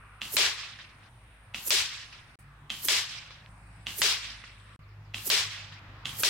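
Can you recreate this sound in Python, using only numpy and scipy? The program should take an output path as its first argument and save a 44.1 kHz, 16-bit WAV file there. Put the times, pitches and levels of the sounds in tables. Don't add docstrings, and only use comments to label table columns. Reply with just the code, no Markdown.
import sys
import numpy as np
from scipy import signal
from scipy.fft import rfft, irfft, next_fast_len
from scipy.io import wavfile
from scipy.ndimage import uniform_filter1d

SR = 44100
rng = np.random.default_rng(int(sys.argv[2]) if len(sys.argv) > 2 else 0)


def ratio_of_db(decibels):
    return 10 ** (np.asarray(decibels, float) / 20)


def transcribe(signal):
    frames = np.atleast_2d(signal).T
    limited = np.clip(frames, -1, 1)
    pcm = np.round(limited * 32767).astype(np.int16)
    wavfile.write(sys.argv[1], SR, pcm)


N = 277389
T = np.arange(N) / SR
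SIDE = np.array([[1], [-1]])

# start_s, peak_db, barrel_ring_hz, first_knock_db
POPS = [(.2157, -18, 2870, -10), (1.5442, -18.5, 2700, -8), (2.702, -18.5, 3110, -.5),
        (3.8672, -17.5, 2900, -10), (5.143, -18.5, 2700, -8), (6.055, -18, 3170, -2)]
# start_s, peak_db, ring_hz, brightness_db_per_octave, fly_by_db
SLAPS = [(0.3666, -13, 4000, -0.6, -29.5), (1.7046, -14, 4470, 1.15, -27), (2.8839, -14.5, 3190, 0.75, -28),
         (4.017, -14, 3060, 0.33, -30), (5.3001, -14, 4670, 0.03, -28), (6.2336, -15, 2460, 1, -28)]
CHANGES = [1.09, 2.356, 3.49, 4.762, 5.795]


def band(x, hz, width_hz, order=2):
    low_hz = max(hz - width_hz / 2, 10)
    high_hz = min(hz + width_hz / 2, .45 * SR)
    return signal.sosfilt(signal.butter(order, [low_hz, high_hz], "band", fs=SR, output="sos"), x)


def unit(x):
    return x / np.sqrt(np.mean(x ** 2))


def pan(db):
    return ratio_of_db(np.array([db / 2, -db / 2]))


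def add(out, x, s):
    start = int(s * SR)
    later = [int(change * SR) for change in CHANGES if change > s]
    end = min([N, start + x.shape[1]] + later)
    out[:, start:end] += x[:, :end - start]


def walk(rate_hz):
    hold = int(SR / rate_hz)
    steps = np.repeat(rng.standard_normal(N // hold + 1), hold)
    return 1.2 * uniform_filter1d(uniform_filter1d(steps, hold), hold)[:N]


def lumpy(size, hold, smooth):
    steps = rng.standard_normal(size // hold + 1).repeat(hold)[:size]
    return uniform_filter1d(steps, smooth)


def split(x, centres_hz):
    size = next_fast_len(x.shape[-1])
    spectrum = rfft(x, size)
    bins_hz = np.fft.rfftfreq(size, 1 / SR)
    place = np.interp(np.log(bins_hz + 1), np.log(centres_hz), np.arange(len(centres_hz)))
    for k, hz in enumerate(centres_hz):
        share = np.cos(np.pi / 2 * np.clip(place - k, -1, 1)) ** 2
        yield hz, irfft(spectrum * share, size)[..., :x.shape[-1]]


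def per_take(table):
    row = np.searchsorted(np.transpose(table)[0][1:], T)
    start, *columns = np.array(table)[row].T
    return T - start, *columns


def ring(modes, ring_hz, jitter):
    t = T[:1024]
    y = 0
    for (ratio, db, t60), shift in zip(modes, jitter):
        hz = min(ratio * ring_hz * (1 + shift), 15000)
        y = y + ratio_of_db(db - 60 * t / t60) * np.sin(2 * np.pi * hz * t)
    y = y * np.minimum(t / .0003, 1)
    return y / np.abs(y).max()


def spray(size, grain_db):
    sizes = np.minimum(rng.exponential(size=(2, size // 8 + 1)), 3.5)
    grains = ratio_of_db(grain_db * sizes).repeat(8, axis=1)[:, :size]
    return unit(rng.standard_normal((2, size)) * grains)


def scatter(profile, colour, same, grain_db, wide_hz, tilt_db=0):
    delay, db, side_db = np.transpose(profile)
    t = delay[0] + T[:same.shape[1]]
    lows = signal.butter(4, 1300, fs=SR, output="sos")
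    fresh = spray(len(t), grain_db)
    echoes = fresh + signal.sosfiltfilt(lows, same - fresh)
    hz_at, tone_db, loss_db = np.transpose(colour)
    centres_hz = hz_at[0] * 2 ** np.arange(0, np.log2(17000 / hz_at[0]), .5)
    out = 0
    for hz, (mid, side) in split(echoes, centres_hz):
        gain_db = np.interp(np.log(hz), np.log(hz_at), tone_db) - 10 * np.log10(hz / SR)
        gain_db = gain_db + tilt_db * np.log2(hz / 3000)
        gain_db = gain_db + (.7 + 4.5 * np.clip(t, 0, .5)) * lumpy(len(t), 500, 400)
        gain_db = gain_db - 9 * np.exp(-(t / 0.0094) ** 2) * (hz > 7000)
        gain_db = gain_db - t * np.interp(np.log(hz), np.log(hz_at), loss_db)
        width = np.clip((hz / wide_hz) ** 0.67, .3, 1) * min(1, (9000 / hz) ** .6)
        out = out + ratio_of_db(gain_db) * (mid + width * side * SIDE)
    return out * ratio_of_db(np.interp(t, delay, db) - 11) * pan(np.interp(t, delay, side_db))


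def buzz(resonances):
    total = 0
    for hz, width_hz, db in resonances:
        wings = unit(band(rng.standard_normal((2, N)), hz, width_hz))
        total = total + ratio_of_db(db + 0.79 * walk(3.8) + 1.5 * walk(60)) * wings
    return unit(total)


def air():
    # pitch_hz, level_db_per_hz
    air_colour = [(15, -22), (25, -17), (43, -20.5), (70, -9.5), (102, -8), (217, -18.5), (463, -26),
                  (962, -18.5), (1130, -19), (1400, -21.5), (2160, -22.5), (3160, -30.5), (5730, -43),
                  (9320, -59.5), (16000, -63.5)]
    hz_at, db_at = np.transpose(air_colour)
    total = 0
    for hz, (mid, side) in split(rng.standard_normal((2, N)), 18 * 2 ** np.arange(0, 10, .5)):
        db = np.interp(np.log(hz), np.log(hz_at), db_at) + 2.6 * walk(7.8)
        total = total + ratio_of_db(db) * (mid + np.clip(hz / 2000, .14, 1) * side * SIDE)
    return total / np.std(band(total[0], 1400, 2300))


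def yard():
    # start_s, air_db, air_drift_db_per_s, near_insects_db, far_insects_db
    surroundings = [(0, -59.5, -0.5, -72.5, -95), (1.09, -61.5, 3, -72, -94.5),
                    (2.37, -60.5, 3, -81.5, -81), (3.49, -58, -0.1, -87, -69.5),
                    (4.78, -61, 5.5, -100, -100), (5.8, -54, 2.5, -100, -100)]
    # pitch_hz, width_hz, level_db
    near_insects = [(8400, 350, -3.5), (9230, 390, 2), (9840, 400, -7), (9300, 2050, -1.5)]
    # pitch_hz, width_hz, level_db
    far_insects = [(7750, 300, -5.5), (8100, 250, -5), (8700, 300, -6), (9170, 340, 0.5)]
    since, air_db, drift_db, near_db, far_db = per_take(surroundings)
    rustle_s = 2.39
    rustle_db = np.where(T > rustle_s, -234 * (T - rustle_s), -100)
    near_db = np.maximum(near_db, -62 + rustle_db)
    far_db = np.maximum(far_db, -70.5 + rustle_db)
    hiss_db = np.maximum(-81.5, -66 + rustle_db)
    hiss = unit(band(rng.standard_normal((2, N)), 11000, 11000))
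    tyres = unit(band(rng.standard_normal(N), 1345, 451.5))
    tyres = (T < 0.34) * ratio_of_db(-60.5 + 2.1 * walk(5)) * tyres
    insects = ratio_of_db(near_db) * buzz(near_insects) + ratio_of_db(far_db) * buzz(far_insects)
    return tyres + ratio_of_db(air_db + drift_db * since) * air() + insects + ratio_of_db(hiss_db) * hiss


def drone(hz, db, wobble_db, swell_db):
    turns = np.cumsum(hz * (1 + .012 * walk(14))) / SR
    level_db = db + wobble_db * walk(28) + swell_db * walk(7)
    return np.sqrt(2) * ratio_of_db(level_db) * np.sin(2 * np.pi * turns)


def duck_db():
    dip_db, dip_at_s, dip_s = -10.5, .035, 0.08
    sag_db, recover_s = -5.5, 1
    since = T - np.transpose(SLAPS)[0][:, None]
    ends = [min([change for change in CHANGES if change > s] + [N / SR]) for s, *_ in SLAPS]
    sag = (since > 0) * (T < np.array(ends)[:, None]) * np.exp(-np.abs(since) / recover_s)
    dip = np.exp(-((since - dip_at_s) / dip_s) ** 2)
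    return (dip_db * dip + sag_db * sag).sum(axis=0)


def engines():
    # start_s, firing_hz, glide_hz_per_s, first_line_db, second_line_db
    firing = [(0, 51.8, 0.5, -60.5, -58.5), (1.09, 52.1, 0, -59.5, -64), (2.37, 52.0, 1, -59.5, -60),
              (3.49, 52.64, 0, -53.5, -55.5), (4.78, 51.77, -1.44, -58.5, -49), (5.8, 49.1, 8, -57, -51)]
    # start_s, end_s, pitch_hz, level_db
    machines = [(0, 1.0, 139.8, -70), (1.08, 1.3, 119.4, -58.5), (1.318, 2.36, 121, -65),
                (2.391, 3.481, 144, -63), (3.0, 3.49, 85.7, -66), (3.488, 4.76, 121.7, -69.5),
                (3.49, 4.202, 169.3, -68), (4.791, 6.281, 149.8, -63), (5.801, 6.286, 123.4, -62.5)]
    since, hz, glide, low_db, high_db = per_take(firing)
    hz = hz + glide * since
    out = drone(hz, low_db, wobble_db=2.0, swell_db=1.0)
    out = out + drone(2 * hz, high_db, wobble_db=3.0, swell_db=0.5)
    out = out * ratio_of_db(uniform_filter1d(duck_db(), 400))
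    for start, end, hz, db in machines:
        on_db = np.interp(T, [start - .02, start, end, end + .02], [-100, db, db, -100])
        out = out + drone(hz, on_db, wobble_db=4.0, swell_db=-1.1)
    return out


def small_sounds():
    # start_s, length_s, from_hz, to_hz, level_db
    chirps = [
        (2.335, .02, 4800, 4600, -74),
        (3.75, .04, 5300, 4800, -77),
        (4.81, .045, 5300, 3200, -71),
        (4.878, .022, 6100, 4200, -72),
        (4.898, .025, 5700, 3600, -72),
        (4.915, .025, 5700, 4200, -74),
        (5.036, .034, 6100, 3600, -70),
        (5.063, .02, 5500, 3800, -71),
        (5.08, .03, 5200, 3600, -73),
    ]
    # start_s, peak_db
    ticks = [
        (3.4617, -34),
        (5.883, -47),
    ]
    out = np.zeros((2, N))
    for s, length, from_hz, to_hz, db in chirps:
        u = T[:int(length * SR)] / length
        turns = np.cumsum(from_hz + (to_hz - from_hz) * u) / SR
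        tone = np.sin(2 * np.pi * turns) * np.sin(np.pi * u)
        leaves = rng.standard_normal((2, 1600)) * np.exp(-T[:1600] / .014) * .075
        blurred = signal.fftconvolve(leaves, tone[None])
        add(out, ratio_of_db(db) * (blurred + .6 * np.pad(tone, (0, 1599))), s)
    u = T[:64] / .00009 - 4
    snap = (u ** 2 - 1) * np.exp(-u ** 2 / 2)
    for s, db in ticks:
        add(out, ratio_of_db(db) * np.outer(pan(2.8), snap), s)
    return out


def rifle():
    # delay_s, level_db, left_minus_right_db
    pop_parts = [
        (-.0056, -16, 0),
        (.0002, 1.5, -4),
        (.008, -18, 2),
        (.0146, -9, 3),
        (.024, -16, 2),
        (.0372, -11, -4),
        (.049, -17, 0),
        (.062, -18, 0),
        (.074, -21, 0),
    ]
    # ratio_to_ring, level_db, t60_s
    pop_modes = [(.42, -11.5, 0.0095), (.75, -10, 0.0025), (1, 13, 0.003), (1.35, 1.5, 0.001),
                 (2.05, -5, 0.0031), (3.2, -17.5, 0.0026), (4.6, -13, 0.0016)]
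    # delay_s, level_db, left_minus_right_db
    pop_echo = [(-.006, -36, -7.5), (.004, -12, 0), (.04, -14, -2), (.08, -18.5, 2.5), (.2, -24.5, -16),
                (0.299, -31.5, -4.5)]
    # pitch_hz, level_db, loss_db_per_s
    pop_colour = [(68, -45.5, 53.5), (165, -7, 53.5), (410, -27.5, 22.5), (990, -12.5, 2), (2040, -9, 1),
                  (3150, -1, 42.5), (4470, -8, -31.5), (7000, -11.5, -33.5), (9800, -12, -39.5),
                  (15070, -24.5, -38)]
    out = np.zeros((2, N))
    same = spray(int(.3 * SR), 0.87)
    for s, db, ring_hz, first_db in POPS:
        for delay, part_db, side_db in pop_parts:
            for lag, knock_db in ((0, first_db), (.0015, 0)):
                knock = ring(pop_modes, ring_hz, 0.018 * rng.standard_normal(len(pop_modes)))
                add(out, ratio_of_db(db + part_db + knock_db) * np.outer(pan(side_db), knock), s + delay + lag)
        echoes = scatter(pop_echo, pop_colour, same, grain_db=1.0, wide_hz=4000)
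        barrel = ratio_of_db(5 + .8 * first_db) * band(echoes, ring_hz, 220, order=1)
        add(out, ratio_of_db(db) * (echoes + barrel), s + pop_echo[0][0])
    return out


def pellet():
    # pitch_hz, level_db
    wake_colour = [(1500, -17), (4000, -16), (7000, -4.5), (10000, -4.5), (13000, 4.5), (16000, -5),
                   (21000, -17.5)]
    out = np.zeros((2, N))
    t = T[:int(.2 * SR)] - .15
    hz_at, db_at = np.transpose(wake_colour)
    shift = 1 - 0.15 * np.exp(-((t - .003) / 0.0066) ** 2)
    for (s, _, _, tilt_db, hiss_db), (fired_s, *_) in zip(SLAPS, POPS):
        lead = .158 * (s - fired_s)
        flutter_db = -41.5 - 3.5 * tilt_db
        near = 1 / np.sqrt(1 + (t / np.where(t < 0, .011, .008)) ** 2)
        back = ratio_of_db(-5.5) * np.exp(-((t - lead + 0.0062) / .004) ** 2)
        eddies = ratio_of_db(2.6 * lumpy(len(t), 40, 30))
        wake = 0
        for hz, part in split(spray(len(t), 2.0), np.arange(1, 13) * 1400.):
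            wake = wake + ratio_of_db(np.interp(hz / shift, hz_at, db_at)) * part
        wake = unit(eddies * (wake[0] + 0.75 * wake[1] * SIDE))
        tumble = unit(uniform_filter1d(rng.standard_normal(len(t)), 150))
        hz = (400 - 220 * np.tanh((t - .002) / .014)) * (1 + 0.11 * tumble)
        flutter = np.sin(2 * np.pi * np.cumsum(hz) / SR) * np.exp(-np.abs((t - .004) / 0.01) ** 1.1)
        fade = np.clip((t + .15) / .05, 0, 1) * np.clip((lead - t) / .004, .1, 1) * (t < lead + .01)
        sweep = pan(-3 * np.exp(-(t / .015) ** 2))
        passing = ratio_of_db(hiss_db) * (near ** 1.59 + back) * wake + ratio_of_db(flutter_db) * flutter
        add(out, fade * sweep * passing, s - lead - .15)
    return out


def reflectors():
    # delay_s, depth_s, level_db, fade_db_per_s, left_minus_right_db
    surfaces = [
        (0, 0.0013, -1, 1400, 0),
        (.01, .04, -4, 167, 3),
        (0.078, .02, -6.5, 155, 1.5),
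        (0.216, 0.016, -19.5, 300, -2.5),
        (0.244, 0.044, -20.5, 84, -2),
        (0.4213, 0.0022, -26, 107, 0.5),
        (0.672, 0.047, -37, 303, 2.5),
    ]
    t = np.arange(0, 1, .0005)
    delay, depth, db, fade_db, side_db = np.transpose(surfaces)[:, :, None]
    swell_db = 20 * np.minimum(t - delay, 0) / np.minimum(2.7 * depth, delay + 0.0011)
    power = ratio_of_db(db + swell_db - fade_db * np.maximum(t - delay - depth, 0)) ** 2
    total = power.sum(axis=0) + ratio_of_db(-57.5) ** 2
    return np.transpose([t, 10 * np.log10(total), (power * side_db).sum(axis=0) / total])


def board():
    # delay_s, level_db, left_minus_right_db
    slap_parts = [
        (.0006, 3, 1.5),
        (.003, -5, 3),
        (.4228, -23.5, -5),
        (.695, -37, 3),
    ]
    # ratio_to_ring, level_db, t60_s
    slap_modes = [(.3, -8, 0.0069), (.6, 2.5, 0.0072), (1, 3.5, 0.0069), (1.6, 1.5, 0.0033),
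                  (2.5, -2, 0.0038), (3.4, -7.5, 0.005)]
    # delay_s, pitch_hz, level_db, length_s
    booms = [(.01, 930, -25, .007), (.009, 550, -29, .006), (.023, 605, -25, .007), (.033, 430, -25, .01),
             (.044, 365, -29, .009), (.066, 410, -31, .007), (.078, 1030, -28, .009), (.07, 198, -43, .03),
             (.1, 80, -37, .05)]
    # pitch_hz, level_db, loss_db_per_s
    slap_colour = [(76.4, -56.5, 20), (150, -40.5, 15.5), (248.5, -33.5, 29), (425.6, -20, 32.5),
                   (770, -22, 7), (1130, -10, -5), (2100, -5, -6), (3150, 0.5, 6), (4760, 0.5, 16.5),
                   (7200, -4.5, 34), (10840, -10.5, 59.5), (15500, -14.5, 98.5)]
    out = np.zeros((2, N))
    same = spray(SR, 1.6)
    t = T[:int(.3 * SR)]
    for s, db, ring_hz, tilt_db, *_ in SLAPS:
        for delay, part_db, side_db in slap_parts:
            jitter = 0.06 * rng.standard_normal(len(slap_modes))
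            blow = ring(slap_modes, ring_hz * (1 - 0.76 * delay), jitter)
            blow = uniform_filter1d(blow, 1 + int(delay * 12))
            add(out, ratio_of_db(db + part_db) * np.outer(pan(side_db), blow), s + delay)
        crack = np.diff(rng.standard_normal((2, 201))) * np.exp(-t[:200] / .0005)
        add(out, ratio_of_db(db - 13) * (crack[0] + .4 * crack), s + .0004)
        answers = 0
        for delay, hz, boom_db, length in booms:
            swell = np.exp(-((t - delay) / length) ** 2)
            level = ratio_of_db(boom_db + 1.5 * rng.standard_normal())
            answers = answers + level * np.sin(2 * np.pi * hz * t) * swell
        add(out, ratio_of_db(db) * np.outer(pan(-.5), answers * np.minimum(t / 0.0015, 1)), s)
        echoes = scatter(reflectors(), slap_colour, same, grain_db=1.5, wide_hz=4500, tilt_db=tilt_db)
        add(out, ratio_of_db(db) * echoes, s + 0.00118)
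    return out


def scene():
    return yard() + engines() + small_sounds() + rifle() + pellet() + board()


def roll_off(x):
    return signal.sosfilt(signal.butter(12, 16800, fs=SR, output="sos"), x)


def record(dry):
    # start_s, end_s
    silences = [
        (2.356, 2.389),
        (4.762, 4.792),
    ]
    gate = np.ones(N)
    for start, end in silences:
        gate[int(start * SR):int(end * SR)] = ratio_of_db(-48)
    ceiling = .45
    rounded = ceiling * np.tanh(dry * gate / ceiling)
    top = signal.ellip(8, .2, 60, 15950, fs=SR, output="sos")
    return roll_off(signal.sosfilt(top, rounded))


dry = scene()
out = record(dry)
transcribe(out)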